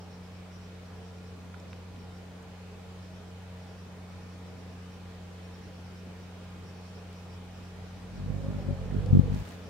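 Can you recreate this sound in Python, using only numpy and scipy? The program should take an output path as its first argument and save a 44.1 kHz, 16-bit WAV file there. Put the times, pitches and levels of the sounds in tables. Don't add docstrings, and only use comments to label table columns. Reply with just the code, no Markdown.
import sys
import numpy as np
from scipy import signal
from scipy.fft import rfft, irfft
from scipy.io import wavfile
from scipy.ndimage import uniform_filter1d

SR = 44100
rng = np.random.default_rng(int(sys.argv[2]) if len(sys.argv) > 2 else 0)


def materialize(psi):
    bounded = np.clip(np.atleast_2d(psi).T, -1, 1)
    quanta = np.round(bounded * 32767).astype(np.int16)
    wavfile.write(sys.argv[1], SR, quanta)


N = 427329
TIME = np.arange(N) / SR
FREQS = np.fft.rfftfreq(N, 1 / SR)


def amp(db):
    return 10 ** (np.asarray(db) / 20)


def unit_rms(x):
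    return x / np.sqrt(np.mean(x ** 2) + 1e-20)


def over_frequency(points, hz):
    f, value = np.transpose(points)
    return np.interp(np.log(hz + 1), np.log(f + 1), value)


def over_time(rows):
    s, *columns = np.transpose(rows)
    return [np.interp(TIME, s, column) for column in columns]


def panned(x, pan_db):
    return np.array([x * amp(pan_db / 2), x * amp(-pan_db / 2)])


def filtered(x, gain):
    return irfft(rfft(x) * gain, N)


def drift(rate_hz):
    coarse = np.arange(0, N + 64, 64)
    f = np.fft.rfftfreq(len(coarse), 64 / SR)
    slow = irfft(rfft(rng.standard_normal(len(coarse))) * np.exp(-(f / rate_hz) ** 2), len(coarse))
    return unit_rms(np.interp(np.arange(N), coarse, slow))


def fuzzy_tone(hz, width_hz):
    angle = 2 * np.pi * np.cumsum(hz * np.ones(N)) / SR
    return drift(width_hz) * np.cos(angle) + drift(width_hz) * np.sin(angle)


# f/Hz, relative level/dB
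AIR_COLOUR = [(20, -23), (35, -12), (70, -1.5), (110, -1.5), (230, -2.5), (340, -7.5), (470, -4),
              (700, -8.5), (1100, -12.5), (2300, -16.5), (5000, -23.5), (8000, -29), (12000, -37),
              (15500, -38.8)]
# f/Hz, width/Hz, gain/dB
AIR_RIPPLE = [(420, 30, 3.5), (605, 30, -2), (810, 90, 2.2), (940, 45, -1.5), (1220, 110, 1.2),
              (2020, 220, -1.2), (2530, 200, 1.8), (2700, 140, -1.8), (3050, 220, 1.4), (3680, 80, 2.5),
              (4130, 80, 2.5)]
# f/Hz, likeness (1 = the same, 0 = unrelated)
AIR_LIKENESS = [(30, .85), (120, 0.87), (300, 0.61), (500, 0.75), (1000, 0.47), (2000, 0.21), (5000, 0.037),
                (9000, -0.23), (15000, -0.038)]
# top t/s, half length/s, low wash gain/dB, hiss gain/dB
AIR_SWELL = (9.03, 0.77, 6.9, 1.1)
def air(level_db=-50.5, pan_db=-.4, split_hz=900, hiss_start_db=-.56, rise_db_per_s=.155, flicker_db=.1):
    frames, hz = N // 512 + 5, np.fft.rfftfreq(2048, 1 / SR)
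    noise = rng.standard_normal((5, frames, len(hz)))
    left, unrelated = noise[0] + 1j * noise[1], noise[2] + 1j * noise[3]
    likeness = over_frequency(AIR_LIKENESS, hz)
    right = likeness * left + np.sqrt(1 - likeness ** 2) * unrelated
    patches_db = unit_rms(uniform_filter1d(uniform_filter1d(noise[4], 10, axis=0), 16, axis=1))
    spectra = np.array([left, right]) * amp(over_frequency(AIR_COLOUR, hz) + patches_db)
    wash = signal.istft(spectra.transpose(0, 2, 1), nperseg=2048, noverlap=1536)[1][:, :N]
    ripple_db = sum(db / (1 + (2 * (FREQS - centre) / width) ** 4) for centre, width, db in AIR_RIPPLE)
    wash = unit_rms(filtered(wash, amp(ripple_db))) * panned(1, pan_db)[:, None]
    low = filtered(wash, 1 / (1 + (FREQS / split_hz) ** 4))
    hiss = wash - low
    top_s, half_s, low_top_db, hiss_top_db = AIR_SWELL
    swell = np.exp(-((TIME - top_s) / half_s) ** 2)
    hiss_db = hiss_start_db + rise_db_per_s * TIME + hiss_top_db * swell + flicker_db * drift(8)
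    return amp(level_db) * (low * amp(low_top_db * swell) + hiss * amp(hiss_db))


# multiple of the motor's pitch, level/dB, share that wavers (0 to 1)
HUM_TONES = [(1, -47.5, 0.17), (2, -50, 0.01), (3, -74, 0.3), (5, -64, 0.77), (7, -71, 0.84),
             (11, -74.5, 0.56), (15.58, -75.5, 0.6)]
def machine(pitch_hz=90.13, wander=.00205, waver_hz=4.4):
    hz = pitch_hz * (1 + wander * drift(.96))
    angle = 2 * np.pi * np.cumsum(hz) / SR
    hum = np.zeros(N)
    for multiple, db, share in HUM_TONES:
        firm = -np.sqrt(2 * (1 - share ** 2)) * np.cos(multiple * angle)
        hum += amp(db) * (firm + share * fuzzy_tone(multiple * hz, waver_hz))
    return hum


def far_drone(top_s=4.73, half_s=.35, hz=268, level_db=-59):
    swell = np.exp(-((TIME - top_s) / half_s) ** 2)
    return amp(level_db) * swell * fuzzy_tone(hz, width_hz=5.7)


# middle t/s, f/Hz, half length/s
WHISTLE_NOTES = [(5.459, 5520, .045), (5.552, 5510, .035)]
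def bird_whistles(level_db=-71, width_hz=50, arch_hz=60):
    notes = np.zeros(N)
    for s, hz, half_s in WHISTLE_NOTES:
        place = np.clip((TIME - s) / half_s, -1, 1)
        notes += np.cos(np.pi * place / 2) * fuzzy_tone(hz - arch_hz * place ** 2, width_hz)
    return amp(level_db) * notes


# first call t/s, last call t/s, relative level/dB, f/Hz
BIRD_CALL_RUNS = [(.02, .37, -66, 5527), (.55, .64, -63.5, 5730), (.87, 1.27, -67, 5630),
                  (1.72, 1.72, -64, 5600), (2.02, 2.16, -64, 5470), (3.05, 3.28, -67, 5535),
                  (3.62, 3.8, -67, 5576), (4.12, 4.33, -67, 5620), (4.49, 4.94, -66.5, 5585),
                  (5.55, 5.98, -66.5, 5560), (6.23, 6.23, -67, 5590), (6.68, 6.97, -63.5, 5525),
                  (7.18, 7.33, -64.5, 5610), (7.56, 7.67, -65, 5610), (7.87, 7.98, -66, 5770),
                  (8.17, 8.17, -67, 5586), (8.61, 8.61, -67, 5520), (9.66, 9.66, -62, 5730)]
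def bird_calls(gap_s=.11, half_s=.072, arch_hz=160, scatter_hz=50.04, rasp_db=-3, gain_db=-3.1):
    level = np.zeros(N)
    pitch = np.full(N, np.mean([row[3] for row in BIRD_CALL_RUNS]))
    for first, last, db, hz in BIRD_CALL_RUNS:
        for s in np.linspace(first, last, round((last - first) / gap_s) + 1):
            louder_db, higher = rng.standard_normal(2)
            span = slice(*np.searchsorted(TIME, [s - half_s, s + half_s]))
            place = (TIME[span] - s) / half_s
            call = amp(db + louder_db) * np.cos(np.pi * place / 2) ** 2
            arch = hz + scatter_hz * higher + arch_hz * (.2 - 2 * place ** 2)
            pitch[span] = np.where(call > level[span], arch, pitch[span])
            level[span] = np.maximum(level[span], call)
    direct, left, right = (
        fuzzy_tone(pitch, width_hz=360) + amp(rasp_db) * fuzzy_tone(.88 * pitch, width_hz=900)
        for _ in range(3))
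    return amp(gain_db) * level * (.65 * direct + .83 * np.array([left, right]))


def knock(s, db, hz, decay_s, pan_db, quality):
    t = np.arange(SR // 4) / SR
    bursts = rng.standard_normal((3, len(t))) * np.exp(-t / decay_s)
    blow = .5 * bursts[:2] + bursts[2]
    blow[:, 0] += 4
    body = signal.iirpeak(hz, quality, SR)
    ring = signal.lfilter(*body, signal.lfilter(*body, blow))
    track, start = np.zeros((2, N + len(t))), round(s * SR)
    track[:, start:start + len(t)] = panned(amp(db), pan_db)[:, None] * ring / abs(ring).max()
    return track[:, :N]


# t/s, peak level/dB, f/Hz, decay/s, left minus right/dB, quality (higher = purer)
CASING_TICKS = [(1.542, -43, 1500, .0036, -13, 1.6), (1.600, -45.5, 5700, .002, -1, 3),
                (1.731, -35.5, 1620, 0.0016, -4, 1), (1.961, -50, 3200, .002, 0, 1.2),
                (2.427, -53, 7500, .003, 0, 1.6), (7.129, -51, 8000, .002, -1, 1.4),
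                (8.910, -42, 1580, .002, -2, 2), (9.061, -42, 4200, .002, 2, 1),
                (9.346, -45, 5900, .0035, 0, 1.2), (9.489, -48, 8000, 0.0067, 5, 1.2)]
def camera_knocks():
    ticks = sum(knock(*row) for row in CASING_TICKS)
    return ticks + knock(s=6.066, db=-40, hz=230, decay_s=.045, pan_db=0, quality=1.1)


# f/Hz, relative level/dB
FINGER_COLOUR = [(200, -13), (700, 0.5), (2000, 5.5), (4000, -1.5), (7000, -6), (11000, -13), (15000, -12)]
def finger_rub(start_s=9.35, hold_s=.17, attack_s=.04, release_s=.059, level_db=-54.5, per_s=2400):
    clicks = (rng.random((2, N)) < per_s / SR) * rng.choice([-1, 1], (2, N))
    click_db = 5 * np.minimum(rng.exponential(1, (2, N)), 3) + 1.5 * drift(50)
    rustle = unit_rms(filtered(clicks * amp(click_db), amp(over_frequency(FINGER_COLOUR, FREQS))))
    before, after = np.maximum(start_s - TIME, 0), np.maximum(TIME - start_s - hold_s, 0)
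    return amp(level_db) * np.exp(-before / attack_s - after / release_s) * rustle


def far_moth(beat_hz=49.3, wander=.0331, level_db=-67, roam_db=4, approach_s=7.16, rise_db_per_s=18):
    angle = 2 * np.pi * np.cumsum(beat_hz * (1 + wander * drift(2.26))) / SR
    flutter = np.sin(angle) + .84 * np.sin(2 * angle) + .14 * np.sin(3 * angle)
    to_and_fro_db = roam_db * drift(1.4) * np.interp(TIME, [approach_s, MOTH_VISIT[0]], [1, 0])
    approach_db = rise_db_per_s * np.maximum(TIME - approach_s, 0)
    fade = np.interp(TIME, MOTH_VISIT[:2], [1, 0])
    return amp(level_db + to_and_fro_db + approach_db) * flutter * fade


# start t/s, length/s, top f/Hz, level/dB
WHIRR_ARCHES = [(8.209, .76, 575.5, -50), (8.931, .44, 508.4, -46.5)]
def wing_whirr(beats, sag=.21, waver=.016, fuzz=.56, throb=.22):
    whirr = np.zeros(N)
    for start, length, top_hz, db in WHIRR_ARCHES:
        place = np.clip(2 * (TIME - start) / length - 1, -1, 1)
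        hz = top_hz * (1 - sag * place ** 2) * (1 + waver * drift(24.6))
        tone = np.cos(2 * np.pi * np.cumsum(hz) / SR) + fuzz * fuzzy_tone(hz, width_hz=45)
        whirr += amp(db) * np.sqrt(1 - place ** 2) * unit_rms(tone)
    return whirr * (1 + throb * np.cos(2 * np.pi * beats))


def wing_stroke(beats, width):
    swing = np.tanh(np.tan(np.pi * beats) / (np.pi * width))
    return -swing * (1 - swing ** 2)


def wingbeats(beats, width, nearness, up_share=.39, up_delay_beats=.425, sway=.23):
    down = wing_stroke(beats, width)
    up = up_share * wing_stroke(beats - up_delay_beats, .92 * width)
    return down + up - sway * (1 - nearness) * np.sin(2 * np.pi * beats)


# fade-in start t/s, end t/s, fade-out start t/s, end t/s
MOTH_VISIT = (8.09, 8.18, 9.42, 9.445)
# t/s, f/Hz
WINGBEAT_RATE = [(8.1, 46.5), (8.286, 48.9), (8.592, 50.3), (8.8, 45.1), (8.882, 46.1), (9.002, 50.0),
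                 (9.216, 46.0), (9.274, 47.1), (9.44, 52.7)]
# t/s, relative level/dB, stroke sharpness/dB, left minus right/dB
MOTH_FLIGHT = [(8.14, -45, -4.5, -1.5), (8.2, -37, -5, 1.5), (8.248, -42, -4.5, 2.0),
               (8.298, -32.5, -4.5, -3.5), (8.36, -32.5, -6.5, -0.5), (8.406, -38, -4, -8),
               (8.484, -34.5, -2, 1), (8.616, -38.5, -4.5, 0.5), (8.712, -30.5, -2, 2),
               (8.762, -40.5, -6.5, 0.5), (8.9, -34, -8.5, -3.5), (8.946, -36, 1.5, -10),
               (8.99, -26, -9.5, -4), (9.022, -35, -11, -6.0), (9.044, -28, -12, -3.0),
               (9.106, -25, -9.5, -7), (9.152, -14, -1.5, 4), (9.196, -15, -2.5, 4.5), (9.222, -30, -8, 9),
               (9.298, -29, -6, -2.5), (9.362, -29, -3.5, 0.5), (9.44, -40, -13.5, 0.0)]
def near_moth(closest_s=9.1735, uneven=.34, thin_hz=52, eddy_hz=260, eddy_share=.36, gain_db=2):
    level_db, sharp_db, pan_db = over_time(MOTH_FLIGHT)
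    beats = np.cumsum(over_time(WINGBEAT_RATE)[0]) / SR
    beats -= np.interp(closest_s, TIME, beats)
    nearness = amp(level_db - level_db.max()) ** .73
    width = np.clip(.073 * amp(-.76 * sharp_db), .05, .16)
    lead_beats = np.interp(nearness, [0, 1], [.048, .0864])
    draught = np.array([wingbeats(beats + side * lead_beats, width, nearness) * (1 + uneven * drift(35))
                        for side in (-.5, .5)])
    draught = filtered(draught / np.sqrt(width), FREQS ** 2 / (FREQS ** 2 + thin_hz ** 2))
    eddy_band = FREQS / (FREQS + 30) / (1 + (FREQS / eddy_hz) ** 4)
    eddies = unit_rms(filtered(rng.standard_normal((2, N)), eddy_band))
    buzz = unit_rms(draught) + eddy_share * (1 - nearness) * eddies
    fade = np.interp(TIME, MOTH_VISIT, [0, 1, 1, 0])
    return fade * (panned(amp(level_db + gain_db), pan_db) * buzz + wing_whirr(beats))


def scene():
    background = air() + machine() + far_drone()
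    moth = near_moth() + far_moth()
    return background + moth + bird_calls() + bird_whistles() + camera_knocks() + finger_rub()


def record(dry, low_cut_hz=31, high_cut_hz=15780):
    thinned = filtered(dry, 1 - 1 / (1 + (FREQS / low_cut_hz) ** 6))
    treble_cut = signal.firwin(801, high_cut_hz, window=("kaiser", 10), fs=SR)
    return signal.oaconvolve(thinned, treble_cut[None], "same")


dry = scene()
out = record(dry)
materialize(out)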